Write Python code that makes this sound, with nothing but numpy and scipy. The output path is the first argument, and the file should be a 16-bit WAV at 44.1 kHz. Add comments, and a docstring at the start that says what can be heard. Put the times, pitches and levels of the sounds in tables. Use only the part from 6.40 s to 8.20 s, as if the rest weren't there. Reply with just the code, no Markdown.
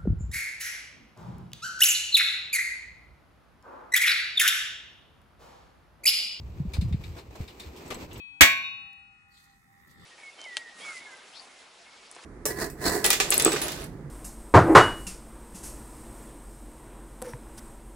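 """The hollow load of a steel-mesh garden wagon, a plastic barrel and a big box, booms at each bump as the
wagon is pulled off a concrete path onto a lawn: short swelling sines of sagging pitch, with rough bass noise.
The loose mesh sides clink, the handle chatters, latch pins jingle and once the whole bed clatters: bursts of
contacts ring the modes and dense noise of each steel part.
Under it the wheels rumble, drone and crunch, and shoes and tyres scuff the ground: shaped noise and grains."""
import sys
import numpy as np
from scipy import signal
from scipy.fft import rfft, irfft
from scipy.io import wavfile
from scipy.ndimage import uniform_filter1d

SR = 44100
rng = np.random.default_rng(int(sys.argv[2]) if len(sys.argv) > 2 else 0)


def digitize_waveform(pressure):
    """Quantize a signal to 16-bit integers and store it at the path in sys.argv[1].

    Rows of a 2-D input are taken as channels; values are limited to [-1, 1].
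    """
    field = np.atleast_2d(pressure).T
    bounded = np.clip(field, -1, 1)
    quanta = np.round(bounded * 32767).astype(np.int16)
    wavfile.write(sys.argv[1], SR, quanta)


N = 79380
EVENT_S = 0.4  # length of each boom, blow and scuff
EVENT_T = np.arange(int(EVENT_S * SR)) / SR

# bass spectrum of the wheel rumble and of the roughness in the booms: (frequency [Hz], level [dB])
RUMBLE_SPECTRUM = [(20, -30), (64, -0.5), (170, -12.5), (250, -24.5), (1000, -77)]


def undb(db):
    """Decibels to amplitude gain."""
    return 10 ** (np.asarray(db) / 20)


def unit(x):
    """Scale to rms 1."""
    return x / np.sqrt(np.mean(x ** 2))


def pan(left_minus_right_db):
    """Left and right gains for a level difference."""
    return undb(np.array([[left_minus_right_db], [-left_minus_right_db]]) / 2)


def curve(rows, axis=1):
    """Gain over time from one dB column of a table, interpolated in dB."""
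    rows = np.array(rows)
    return undb(np.interp(np.arange(N) / SR, rows[:, 0], rows[:, axis]))


def colour(x, rows, axis=1):
    """Zero-phase filter through (Hz, dB) points, interpolated over log frequency."""
    rows = np.array(rows)
    size = x.shape[-1]
    hz = np.maximum(np.fft.rfftfreq(size, 1 / SR), 1)
    gain_db = np.interp(np.log(hz), np.log(rows[:, 0]), rows[:, axis])
    return irfft(rfft(x) * undb(gain_db), size)


def noise(rows, size=N):
    """Coloured noise of rms 1, an independent stream for each port."""
    return unit(colour(rng.standard_normal((2, size)), rows))


def swell(t, rise_ms):
    """Envelope that rises to 1 in the given time and dies away."""
    u = t * 1000 / rise_ms
    return u * np.exp(1 - u)


def add(out, start_s, sound):
    """Mix a sound in at a time, cut at the end of the scene."""
    i = max(int(start_s * SR), 0)
    out[:, i:i + sound.shape[-1]] += sound[:, :max(N - i, 0)]


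def load():
    """Barrel and box boom for a few cycles per bump, pitch sagging; one port leads in phase."""
    # bumps: (time [s], centre pitch [Hz], peak level [dB], swell time [ms])
    booms = [(0.2, 147, -21, 5.9), (0.25, 178, -28.5, 7.8), (0.275, 66.6, -27.5, 6.9),
             (0.382, 193, -33, 2.4), (.384, 86.6, -16, 7.1), (.419, 175.2, -26, 10), (0.437, 88, -21, 8.8),
             (0.457, 125, -22.5, 6.1), (.482, 91, -24.5, 5), (0.509, 173, -27.5, 5.3),
             (0.525, 71.4, -25, 7.2), (0.543, 140, -17.5, 3.13), (0.656, 112, -37, 10.5),
             (1.004, 115, -24.5, 2.3), (1.01, 71, -33.5, 10.8), (1.258, 78.3, -40, 18.3)]
    sag, sag_s = 0.13, 0.015  # pitch falls from +13 % to -13 % of centre
    roughness, lead_rad = 0.17, 0.73
    out = np.zeros((2, N))
    for start_s, centre_hz, db, rise_ms in booms:
        pitch_hz = centre_hz * (1 + sag * (2 * np.exp(-EVENT_T / sag_s) - 1))
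        phase = 2 * np.pi * np.cumsum(pitch_hz) / SR
        lead = lead_rad * rng.choice([-1, 1]) * np.array([[1], [-1]])
        body = np.sin(phase + lead) + roughness * noise(RUMBLE_SPECTRUM, len(EVENT_T))
        add(out, start_s, undb(db) * swell(EVENT_T, rise_ms) * body)
    return out


def fade(t60_s, hold_s=0):
    """Exponential decay by 60 dB in t60, after a hold."""
    return np.exp(-np.log(1000) * np.maximum(EVENT_T - hold_s, 0) / t60_s)


def tilted(x, db_per_octave):
    """Tilt the spectrum between 500 Hz and 16 kHz, pivoting at 4 kHz."""
    return colour(x, [(500, -3 * db_per_octave), (16000, 2 * db_per_octave)])


def ringing(modes, contact_s):
    """Decaying sines at slightly shifting mode frequencies; each blow favours other modes."""
    detune, strike_spread_db, rise_s = 0.0018, 4, 0.0056
    ring = np.zeros((2, len(EVENT_T)))
    for mode_hz, mode_db, t60_s in modes:
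        gain = undb(mode_db + strike_spread_db * rng.standard_normal())
        hz = mode_hz * (1 + detune * rng.standard_normal())
        port_phase = np.pi / 2 * rng.random((2, 1))
        wave = np.sin(2 * np.pi * (hz * EVENT_T + rng.random()) + port_phase)
        ring += gain * fade(t60_s, contact_s / 2) * wave
    return ring * np.minimum(EVENT_T / rise_s, 1)


def contact_burst(contact_s):
    """Random contacts of random strength, fading out after a first full one."""
    contacts_per_s = 640
    size = len(EVENT_T)
    hits = rng.random(size) < contacts_per_s / SR
    contacts = rng.random(size) * hits * np.exp(-(EVENT_T / contact_s) ** 2)
    contacts[0] = 1
    return contacts


def renewed(decay, contacts):
    """Envelope of a decay restarted by every contact, their energies adding."""
    energy = signal.fftconvolve(decay ** 2, contacts ** 2)[:len(EVENT_T)]
    return np.sqrt(np.abs(energy))


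def rattle(events, modes, spectrum, noise_db, noise_t60_s):
    """Each blow is a burst of contacts on a steel part: modes, dense noise and a bright crack."""
    tail_db, tail_t60_s = -31, 0.071  # faint second decay of the dense noise
    crack_db, crack_t60_s = -8.5, 0.013
    out = np.zeros((2, N))
    size = len(EVENT_T)
    for start_s, db, contact_ms, tilt in events:
        contact_s = contact_ms / 1000
        ring = ringing(modes, contact_s)
        contacts = contact_burst(contact_s)
        dense_decay = fade(noise_t60_s) + undb(tail_db) * fade(tail_t60_s)
        dense = noise(spectrum, size) * renewed(dense_decay, contacts)
        crack = rng.standard_normal((2, size)) * renewed(fade(crack_t60_s), contacts)
        blow = unit(ring) + undb(noise_db) * unit(dense) + undb(crack_db) * unit(crack)
        end_fade = np.minimum(1, 10 * (1 - EVENT_T / EVENT_S))
        blow = tilted(blow, tilt) * end_fade
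        # the level refers to the loudest 10 ms
        loudest = uniform_filter1d(np.mean(blow ** 2, axis=0), size=441).max()
        add(out, start_s, blow * undb(db) / np.sqrt(loudest))
    return out


def mesh_sides():
    """Loose mesh sides clink: a few modes amid dense wire rattle."""
    # clinks: (time [s], level before panning [dB], contact time [ms], treble tilt [dB per octave])
    clinks = [(.335, -39.5, 9.6, 1), (.411, -44, 4.5, 1), (.526, -47.5, 2.8, -4), (.637, -46.5, 8.5, -1.5),
              (.782, -50.5, 13, -1.5), (1.076, -49, 18, 0), (1.198, -42, 5.9, 2), (1.228, -52, 17, -2.5)]
    # modes: (frequency [Hz], level [dB], t60 [s])
    modes = [(2310, 4, 0.044), (2501, -2, 0.1), (3650, 6, 0.05), (3870, -2, 0.08), (4190, -3, .12),
             (4870, -7.5, 0.21), (5300, -5, 0.07)]
    # wire rattle spectrum: (frequency [Hz], level [dB per Hz])
    wires = [(300, -17), (1700, -4.5), (2350, 2.5), (3250, -3.5), (3950, 2), (4600, -2), (5400, -8),
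             (6100, -11), (8200, -8.5), (15500, -20.5)]
    return rattle(clinks, modes, wires, noise_db=3.5, noise_t60_s=0.15) * pan(3)


def bed():
    """The whole bed clatters: low and middle modes in dense sheet noise."""
    # blows: (time [s], level before panning [dB], contact time [ms], treble tilt [dB per octave])
    clatters = [(1.504, -34, 15, -1.5), (1.52, -37, 9.9, -2.5), (1.546, -41, 9, -3.5),
                (1.566, -48.5, 5.2, -12)]
    # modes: (frequency [Hz], level [dB], t60 [s])
    modes = [(416, -0.5, 0.12), (488.5, -1.5, 0.11), (769, -2, 0.1), (1176, 2.5, 0.11), (2290, -2, 0.089),
             (2573, -3, 0.074), (4150, 5, 0.05)]
    # sheet noise spectrum: (frequency [Hz], level [dB per Hz])
    sheet = [(150, 0), (450, 5.5), (800, 1.5), (1500, 1), (2500, 3.5), (4200, -1), (4700, -3), (15500, -11)]
    return rattle(clatters, modes, sheet, noise_db=6.5, noise_t60_s=0.085) * pan(2.5)


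def handle():
    """The handle chatters in its pivot: three modes under a strong rasp."""
    # chatters: (time [s], level [dB], contact time [ms], treble tilt [dB per octave])
    chatters = [(1.085, -55, 29, -2), (1.362, -51.5, 22, 6), (1.712, -48, 9.8, -5), (1.757, -49, 8, -2)]
    # modes: (frequency [Hz], level [dB], t60 [s])
    modes = [(2825, -5, .07), (3530, 2, 0.066), (5280, -2, .16)]
    # pivot rasp spectrum: (frequency [Hz], level [dB per Hz])
    pivot = [(1600, -15), (2900, 5), (4200, -6.5), (15500, -24.5)]
    return rattle(chatters, modes, pivot, noise_db=13.5, noise_t60_s=0.12)


def latch_pins():
    """Small latch pins jingle: high modes with bright contact noise."""
    # jingles: (time [s], level [dB], contact time [ms], treble tilt [dB per octave])
    jingles = [(1.461, -45.5, 3.8, -8.5), (1.478, -52, 4.6, 2), (1.544, -41.5, 2.6, 0.5),
               (1.731, -48.5, 3, 7), (1.743, -53, 2.8, -7), (1.776, -46.5, 3, 19)]
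    # modes: (frequency [Hz], level [dB], t60 [s])
    modes = [(7850, 1, 0.055), (8040, 1, 0.061), (13200, -1, 0.061)]
    # contact noise spectrum: (frequency [Hz], level [dB per Hz])
    tick = [(1500, -30), (7000, 7), (15500, -5)]
    return rattle(jingles, modes, tick, noise_db=3.5, noise_t60_s=0.043)


def flicker():
    """Quick random wavering of level, as the ground under the tyres changes."""
    steps_per_s, rms_db = 35, 1.7
    hold = max(int(SR / steps_per_s), 1)
    steps = np.repeat(rng.standard_normal(N // 100), hold)[:N]
    return undb(rms_db * unit(uniform_filter1d(steps, hold)))


def crunch(spectrum):
    """Grit and grass crushed in tiny grains, over a hiss of the same colour."""
    grains_per_s, spread_db, hiss_db = 3200, 1.5, -0.5
    hits = rng.random(N) < grains_per_s / SR
    strength = undb(spread_db * np.minimum(rng.exponential(size=N), 4))
    grains = hits * strength * rng.standard_normal((2, N))
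    return unit(unit(colour(grains, spectrum)) + undb(hiss_db) * noise(spectrum))


def wheels():
    """Tyres rumble, make the bed drone and crunch the ground; drone and crunch flicker."""
    # rumble level: (time [s], level [dB])
    rumble_level = [(0, -42), (.24, -40.5), (.33, -45), (.38, -33), (.59, -35.5), (.63, -42.5),
                    (.73, -38.5), (.79, -53.5), (.91, -48.5), (1.15, -58), (1.53, -55.5), (1.62, -47),
                    (1.8, -46.5)]
    # rolling levels before flicker: (time [s], drone level [dB], crunch level [dB])
    rolling_level = [(0, -55.5, -64.5), (.3, -51, -62), (.48, -49, -59), (.6, -55, -61.5), (.68, -51, -55),
                     (.88, -54, -64.5), (1.02, -47, -51), (1.18, -51.5, -59.5), (1.25, -47.5, -52.5),
                     (1.34, -49, -58), (1.63, -44.5, -51.5), (1.69, -47.5, -59.5), (1.8, -46, -53)]
    # drone spectrum: (frequency [Hz], level [dB])
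    drone_spectrum = [(100, -14), (340, 0), (650, -10.5), (1000, -10.5), (1500, -20.5), (8000, -44.5)]
    # crunch spectrum: (frequency [Hz], level [dB])
    crunch_spectrum = [(600, -16), (1500, -5), (2450, 3), (3200, -4), (4200, -4), (6000, -8.5), (8000, -9),
                       (10000, -21.5), (12000, -9.5), (15500, -11.5)]
    rumble = noise(RUMBLE_SPECTRUM) * curve(rumble_level)
    drone = noise(drone_spectrum) * curve(rolling_level)
    crushing = crunch(crunch_spectrum) * curve(rolling_level, axis=2)
    return rumble + (drone + crushing) * flicker()


def scuffs():
    """Shoes and tyres scrape the ground: short dull swells of noise."""
    # scrapes: (time [s], level [dB], swell time [ms])
    scrapes = [(.338, -47, 9.2), (0.366, -41.5, 2.9), (0.481, -53, 9.7), (0.762, -44.5, 14.8),
               (0.906, -51.5, 3.4), (0.951, -44, 6.2)]
    # scrape spectrum: (frequency [Hz], level [dB per Hz])
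    spectrum = [(150, -23), (400, 7.5), (950, 1), (1600, -6), (15000, -22.5)]
    out = np.zeros((2, N))
    for start_s, db, rise_ms in scrapes:
        add(out, start_s, undb(db) * swell(EVENT_T, rise_ms) * noise(spectrum, len(EVENT_T)))
    return out


def scene():
    """Sum of load, loose steel, wheels and scuffs."""
    steel = mesh_sides() + bed() + handle() + latch_pins()
    return load() + steel + wheels() + scuffs()


def record(dry):
    """Two microphone ports hear bass alike and oppose in a narrow treble band; the top is cut."""
    # port response: (frequency [Hz], gain of the sum [dB], gain of the difference [dB])
    ports = [(158, 1, -14.5), (1070, -3, -3), (4240, -1.5, -3), (8970, -1.5, -5), (10100, -31.5, 11),
             (10100, -29, -7), (11260, -3, -0.5), (15500, -5.5, -24)]
    top_hz = 15700
    mid = colour((dry[0] + dry[1]) / np.sqrt(2), ports, axis=1)
    side = colour((dry[0] - dry[1]) / np.sqrt(2), ports, axis=2)
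    # order 10, 0.2 dB ripple, 80 dB stopband
    low_pass = signal.ellip(10, 0.2, 80, top_hz, fs=SR, output="sos")
    return signal.sosfilt(low_pass, np.array([mid + side, mid - side]))


dry = scene()
out = record(dry)
digitize_waveform(out)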